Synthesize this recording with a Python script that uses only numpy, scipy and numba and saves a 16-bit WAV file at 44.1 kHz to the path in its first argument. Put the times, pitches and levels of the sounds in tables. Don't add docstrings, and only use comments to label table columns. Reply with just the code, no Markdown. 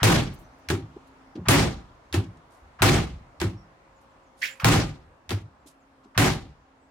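import sys
import numpy as np
from scipy import signal
from scipy.io import wavfile
from scipy.ndimage import uniform_filter1d
from numba import njit

SR = 44100
rng = np.random.default_rng(int(sys.argv[2]) if len(sys.argv) > 2 else 0)


def dump_mix(stems):
    frames = np.atleast_2d(stems).T
    limited = np.clip(frames, -1, 1)
    pcm = np.round(limited * 32767).astype(np.int16)
    wavfile.write(sys.argv[1], SR, pcm)


N = 304290
BANDS = 32 * 2 ** np.arange(0, 9.2, 1 / 3)
BLIP_PEAK_S = 4000 / SR

# t/s, force/dB, contact sharpness re force/dB, seal squeeze/dB
DOOR_SLAMS = [(0.031, -1, 4, 2.5), (1.485, -0.5, -2, 0.5), (2.820, -0.5, 0, -1), (4.645, -2, 5, 1),
              (6.177, -7.5, 4, -5)]
# t/s, force/dB, open-door shudder/dB, ring of door and panels/dB
HINGE_STOPS = [(0.687, 1, -19, 1), (2.127, 0.5, -18, -1), (3.401, 0, -17, -0.5), (5.292, -2.5, -21, -8)]
# t/s, length/s, first f/Hz, fall/Hz, level/dB
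WHISTLES = [(0.357, .04, 6250, 0, -74), (0.426, .035, 5800, -450, -73), (0.507, .038, 5930, -250, -72),
            (0.6, .04, 5950, -200, -77), (3.57, .065, 5590, 350, -70), (4.464, 0.077, 7200, 0, -55),
            (6.81, 0.057, 7800, 100, -85)]
SKID_RING_ROW = 5
TICK_DB, KNOCK_DB, KNOCK_S = -36.5, -34.5, 0.014
SKID_PAN_DB = -4.5


def undb(db):
    return np.exp(np.asarray(db) * np.log(10) / 20)


def unit(x):
    return x / np.sqrt(np.mean(x ** 2))


def add(out, s, x):
    i = int(s * SR)
    i, x = max(i, 0), x[..., max(-i, 0):]
    out[..., i:i + x.shape[-1]] += x[..., :out.shape[-1] - i]


def left_right(pan_db):
    return np.array([[pan_db], [-pan_db]]) / 2


def band(hz, width_hz, like, size=N, order=2):
    edges_hz = np.clip([hz - width_hz / 2, hz + width_hz / 2], 15, 20000)
    bandpass = signal.butter(order, edges_hz, "band", fs=SR, output="sos")
    mid, side = signal.sosfilt(bandpass, rng.standard_normal((2, size)))
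    like = np.clip(like, 0, 1)
    return unit(np.sqrt(1 + like) * mid + np.sqrt(1 - like) * side * np.array([[1], [-1]]))


def swell(rise_s, t60_s, size):
    t = np.arange(size) / SR
    e = (1 - np.exp(-t / rise_s)) * np.exp(-np.log(1000) * t / t60_s)
    return e / e.max()


def walk(rate_hz, size=N):
    k = int(SR / rate_hz)
    steps = np.repeat(rng.standard_normal(size // k + 1), k)
    return unit(uniform_filter1d(uniform_filter1d(steps, k), k)[:size])


def by_band(table, column):
    table = np.array(table)
    return np.interp(np.log(BANDS), np.log(table[:, 0]), table[:, column])


def traffic():
    # f/Hz, relative density/dB per Hz
    spectrum = [(15, -35), (25, -5.5), (62, -7), (88, -14), (123, -8.5), (195, -16.5), (263, -9.5),
                (439, -15.5), (531, -13), (641, -11.5), (1070, -11), (3080, -29.5), (7110, -38),
                (16000, -55)]
    # t/s, level/dB
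    course = [(0, -53), (4, -56.5), (6.9, -59.5)]
    out, slow = np.zeros((2, N)), walk(0.8)
    for hz, density_db in zip(BANDS, by_band(spectrum, column=1)):
        level = undb(density_db + 0.32 * slow + 1.3 * walk(8.7)) * np.sqrt(hz)
        out += level * band(hz, 0.23 * hz, 1 - hz / 1200)
    return unit(out) * undb(np.interp(np.arange(N) / SR, *np.transpose(course)))


def hum():
    # t/s, fundamental level/dB, octave level/dB
    course = [(0, -65.5, -74), (1.2, -63, -86), (3.6, -84.5, -72), (4.0, -83, -67.5), (4.6, -72, -62),
              (5.3, -74, -79), (5.9, -64, -78.5), (6.5, -68, -79), (6.9, -66.5, -74.5)]
    t = np.arange(N) / SR
    s, low_db, high_db = np.transpose(course)
    phase = 2 * np.pi * np.cumsum(268.6 * (1 + 0.008 * walk(22))) / SR
    out = np.zeros(N)
    for k, db in ((1, low_db), (2, high_db)):
        out += undb(np.interp(t, s, db) + 0.83 * walk(14)) * np.sin(k * phase)
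    return np.sqrt(2) * out


def seal(squeeze_db):
    rub_db, puff_db = -38.5, -17.5
    out = np.zeros((2, 2000))
    add(out, 0, undb(squeeze_db + rub_db) * band(1300, 1100, 0.6, size=1500) * swell(0.004, 1.2, size=1500) ** 2)
    puff = -np.sin(2 * np.pi * np.arange(560) / 480) * np.hanning(560)
    add(out, 0.0205, undb(squeeze_db + puff_db) * puff)
    return out


def crack(db, hz, width_hz):
    return undb(db) * band(hz, width_hz, 0.29, size=2000) * swell(0.0006, 0.009, size=2000)


def cabinet(db, contact_s, chatter_t60_s):
    # f/Hz, level/dB, t60/s
    modes = [(43.3, -19, 0.3), (67.8, -10.5, 0.55), (99, -3, 0.22), (148.4, -5.5, 0.48), (185, -6.5, 0.26),
             (252, -10, 0.12), (268.6, -6.5, 0.29), (323.8, -6.5, 0.34), (334.9, -4.5, .2),
             (366.7, -2, 0.2), (387.5, -8.5, .16), (594, -17, 0.16), (724, -12, 0.1), (789.4, -7, 0.31),
             (1210, -14.5, 0.35), (1470, -15.5, .15), (1920, -16.5, .15), (2260, -12.5, .12),
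             (2950, -20.5, .12), (3670, -21.5, .12), (4410, -23, .1), (5274, -25.5, .1), (7010, -25, .08)]
    hz, mode_db, t60_s = np.transpose(modes)[:, :, None]
    chance = rng.standard_normal((3, len(hz), 1))
    t = np.arange(SR // 2) / SR
    spread = np.minimum(hz / 900, 1.6) * chance[2]
    drift = 0.05 * np.cumsum(rng.standard_normal((len(hz), len(t))), axis=1)
    fade = undb(mode_db + chance[0] - 60 * t / t60_s)
    phase = 2 * np.pi * hz * t + 9 * chance[1] + drift
    ring = [(fade * np.sin(phase + side * spread)).sum(axis=0) for side in (0.5, -0.5)]
    hits = rng.random(len(t)) < 250 / SR
    knocks = hits * rng.standard_normal(len(t)) * 10 ** (-3 * t / chatter_t60_s)
    knocks[0] = 2.5
    push = np.hanning(int(contact_s * SR) + 3)
    force = np.convolve(knocks / np.sqrt(np.sum(knocks ** 2)), push / push.sum())
    return undb(db) * signal.fftconvolve(ring, force[None], axes=1)


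def boom(db, hz, peak_s, sharp):
    u = np.arange(SR // 2) / SR / peak_s
    phase = 2 * np.pi * np.cumsum(hz * (1 + 0.045 * walk(35, size=len(u)))) / SR
    apart = 0.094 * walk(20, size=len(u)) * np.array([[1], [-1]])
    level = undb(db + 2.2 * walk(45, size=len(u)))
    return level * np.sin(phase + apart) * (u * np.exp(1 - u)) ** sharp


def slams():
    # peak delay/s, f/Hz, level re drum/dB, sharpness
    swells = [(0.018, 105.5, 3.5, 1.6), (0.071, 159, -10, 4.5), (.04, 290, -9, 2.4), (0.1, 110, -19, 5.3)]
    crack_db, panels_db, drum_db = 9, -4, -0.8
    out = np.zeros((2, N))
    for s, force_db, sharp_db, squeeze_db in DOOR_SLAMS:
        add(out, s - 0.033, seal(squeeze_db))
        add(out, s, crack(force_db + sharp_db + crack_db, 2400, 3600))
        add(out, s, crack(force_db + sharp_db + crack_db - 10, 9800, 12000))
        add(out, s, cabinet(force_db + panels_db, 0.0002, 0.33))
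        for peak_s, hz, db, sharp in swells:
            add(out, s, boom(force_db + drum_db + db, hz, peak_s, sharp))
    return out


def blip(db, hz, length_s, steep=1):
    t = np.arange(-4000, 4000) / SR
    bell = np.exp(-(2 * t * np.where(t < 0, steep, 1) / length_s) ** 2)
    return undb(db) * np.cos(2 * np.pi * hz * t) * bell


def stops():
    flap_s, rebound_s = 0.055, 0.155
    shake_db, rebound_db, flap_hz = -26.5, -16, 100.2
    out = np.zeros((2, N))
    for s, force_db, shudder_db, ring_db in HINGE_STOPS:
        knock_db, body_db = force_db + KNOCK_DB, force_db + shake_db
        add(out, s, crack(force_db + TICK_DB + 8, 3600, 3100))
        add(out, s + 0.02 - BLIP_PEAK_S, blip(body_db - 3, 80, 0.039))
        add(out, s + KNOCK_S, crack(knock_db + 11, 3350, 3500))
        add(out, s + KNOCK_S, cabinet(body_db, 0.0018, 0.28))
        add(out, s + KNOCK_S, boom(knock_db + ring_db + 9, 366, 0.0055, 0.67))
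        add(out, s + flap_s - BLIP_PEAK_S, blip(shudder_db, flap_hz, 0.053, steep=2))
        add(out, s + flap_s - 0.016, cabinet(body_db + ring_db + 2.5, 0.002, 0.2))
        add(out, s + rebound_s - BLIP_PEAK_S, blip(shudder_db + rebound_db, 1.056 * flap_hz, 0.045))
    return out


def rattle():
    # f/Hz, level per band/dB, t60/s, left-right likeness (0-1)
    decay = [(50, -29, 0.65, 0.99), (94, -15, 0.46, 0.98), (195, -10, 0.39, 0.95), (474, -11.5, 0.35, 0),
             (1000, -7, .28, 0.7), (2040, -6.5, 0.3, .2), (4500, -10, 0.32, 0), (7960, -9, 0.26, 0.02),
             (15000, -14, 0.2, 0)]
    yard_db, yard_longer = -33, 1.605
    treble_left_db = 1
    # t/s, level/dB, low cut/dB per octave, treble cut/dB per octave, t60 factor
    blows = [(s, force_db - 0.5, 0, 0, 1) for s, force_db, _, _ in DOOR_SLAMS]
    for s, force_db, _, _ in HINGE_STOPS:
        blows.append((s, force_db + TICK_DB, 4, 1.5, 0.6))
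        blows.append((s + KNOCK_S, force_db + KNOCK_DB, -1, 2.5, 0.8))
    out, clatter = np.zeros((2, N)), walk(150)
    for hz, db, t60_s, like in zip(BANDS, *(by_band(decay, column=k) for k in (1, 2, 3))):
        envelope = np.zeros(N)
        for s, blow_db, thin_db, dull_db, short in blows:
            tilt_db = thin_db * min(np.log2(hz / 2000), 0) - dull_db * max(np.log2(hz / 4000), 0)
            near = swell(0.00032 + 0.88 / hz, short * t60_s, size=30000)
            late = undb(yard_db) * swell(0.02, yard_longer * short * t60_s, size=30000)
            add(envelope, s, undb(blow_db + tilt_db + db) * (near + late))
        lean_db = left_right(treble_left_db * (hz > 6000))
        flicker = undb(1.1 * clatter + 1.5 * walk(60) + lean_db)
        out += envelope * flicker * band(hz, 0.25 * hz, like)
    return out


def door():
    out = slams() + stops() + rattle()
    out[0] = np.roll(out[0], -2)
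    return out


def scrape(db, hz, width_hz, rise_s, t60_s, pan_db):
    grain = undb(db + 2 * walk(300, size=20000) + left_right(pan_db))
    return grain * band(hz, width_hz, 0.3, size=20000, order=3) * swell(rise_s, 2 * t60_s, size=20000) ** 2


def scuffs():
    # t/s, level/dB, centre f/Hz, t60/s, left minus right/dB
    rubs = [(0.334, -58.5, 11500, 0.093, -3), (0.385, -64, 11100, 0.17, -3), (0.585, -75, 12000, .08, 0),
            (1.069, -67, 8000, .08, -4), (1.352, -54.5, 2820, 0.085, 2.5), (2.369, -64, 5050, 0.046, -1),
            (2.499, -67, 7000, 0.37, -1), (4.005, -73.5, 7890, .16, -2), (4.359, -59.5, 6990, 0.92, -6.5),
            (5.659, -55, 7000, .18, -3), (6.033, -66, 4000, 0.11, 1.5)]
    out = np.zeros((2, N))
    for s, db, hz, t60_s, pan_db in rubs:
        add(out, s, scrape(db, hz, min(1.5 * hz, 8550), 0.035 * t60_s, t60_s, pan_db))
    return out


def whistle(length_s, first_hz, fall_hz, db):
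    u = np.linspace(0, 1, int(length_s * SR))
    hz = (first_hz - fall_hz * u ** 1.8) * (1 + 0.012 * walk(300, size=len(u)))
    envelope = np.sin(np.pi * u ** 0.67) ** 0.38 * undb(3.3 * walk(90, size=len(u)))
    tone = np.sin(2 * np.pi * np.cumsum(hz) / SR) * envelope
    echoes = 0.049 * rng.standard_normal((2, 3000)) * swell(0.003, 0.1, size=3000)
    echoes[:, 0] = 1
    return undb(db) * signal.fftconvolve(echoes, tone[None], axes=1)


def birds():
    # t/s, length/s, level/dB
    chirps = [(3.95, .04, -77), (4.09, .045, -78.5), (4.225, .06, -75.5), (5.6, .05, -84),
              (5.786, .05, -80)]
    chirp_hz, sag_hz_per_s = 7500, 32000
    out = np.zeros((2, N))
    for s, length_s, db in chirps:
        add(out, s, whistle(length_s, chirp_hz, sag_hz_per_s * length_s, db))
    for row, (s, *settings) in enumerate(WHISTLES):
        if row != SKID_RING_ROW:
            add(out, s, whistle(*settings))
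    return out


def thuds():
    # t/s, level/dB, f/Hz, t60/s
    contacts = [(0.968, -31.5, 343, 0.027), (1.359, -28.5, 287, .12), (1.378, -28.5, 270, .15),
                (1.395, -30, 130.2, .15), (1.417, -32.5, 166.4, .25), (2.63, -46.5, 65, .8),
                (3.213, -49, 198, 0.059), (5.66, -46.5, 300, 0.058), (6.06, -45, 270, .08),
                (6.825, -52, 397, .05)]
    cycles, tail_db = 1.9, -10
    out = np.zeros((2, N))
    for s, db, hz, t60_s in contacts:
        add(out, s - BLIP_PEAK_S, blip(db, hz, cycles / hz))
        ring = band(hz, 0.73 * hz, 1, size=SR // 2) * swell(1 / hz, t60_s, size=SR // 2)
        add(out, s, undb(db + tail_db) * ring)
    return out


def skids():
    # t/s, level/dB, squeal f/Hz, rise/s, squeal t60/s, grit t60/s
    slides = [(4.411, -31.5, 2050, 0.017, 0.25, 0.21), (4.596, -40.5, 1455, .002, .3, 0.12)]
    # f/Hz, width/Hz, level re squeal/dB
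    grit = [(2800, 1000, -4), (4500, 3500, -6.5), (8500, 17000, -12)]
    # t/s, level/dB, f/Hz
    clicks = [(4.4245, -28, 1810), (4.4305, -15.5, 1940), (4.44, -16.5, 2200), (4.601, -28, 2400),
              (4.602, -39.5, 4710)]
    out = np.zeros((2, N))
    for s, db, hz, rise_s, t60_s, grit_t60_s in slides:
        add(out, s, scrape(db, hz, 0.5 * hz, rise_s, t60_s, SKID_PAN_DB))
        for grit_hz, width_hz, grit_db in grit:
            add(out, s, scrape(db + grit_db, grit_hz, width_hz, 1.26 * rise_s, grit_t60_s, SKID_PAN_DB))
    for s, db, hz in clicks:
        add(out, s - BLIP_PEAK_S, blip(db, hz, 0.0023) * undb(left_right(SKID_PAN_DB)))
    return out


def skid_ring():
    out = np.zeros((2, N))
    s, *settings = WHISTLES[SKID_RING_ROW]
    add(out, s, whistle(*settings))
    return out


def scene():
    return traffic() + hum() + door() + scuffs() + birds() + thuds() + skids() + skid_ring()


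@njit
def follow(x, attack, release):
    e, out = 1e-9, np.empty(len(x))
    for i in range(len(x)):
        e += (x[i] - e) * (attack if x[i] > e else release)
        out[i] = e
    return out


def record(dry):
    limit_db, ratio, attack_s, release_s = -13.5, 4.9, 0.00054, 0.0077
    bass_hz, top_hz = 38.6, 16200
    e = follow(np.abs(dry).max(axis=0), min(1 / (attack_s * SR), 1.0), 1 / (release_s * SR))
    gain = np.minimum(undb(limit_db) / np.roll(e, -44), 1) ** (1 - 1 / ratio)
    clipped = np.tanh(1.099 * dry * gain) / 1.11
    held = signal.sosfilt(signal.butter(4, bass_hz, "high", fs=SR, output="sos"), clipped)
    return signal.sosfilt(signal.ellip(10, 0.2, 80, top_hz, fs=SR, output="sos"), held)


dry = scene()
out = record(dry)
dump_mix(out)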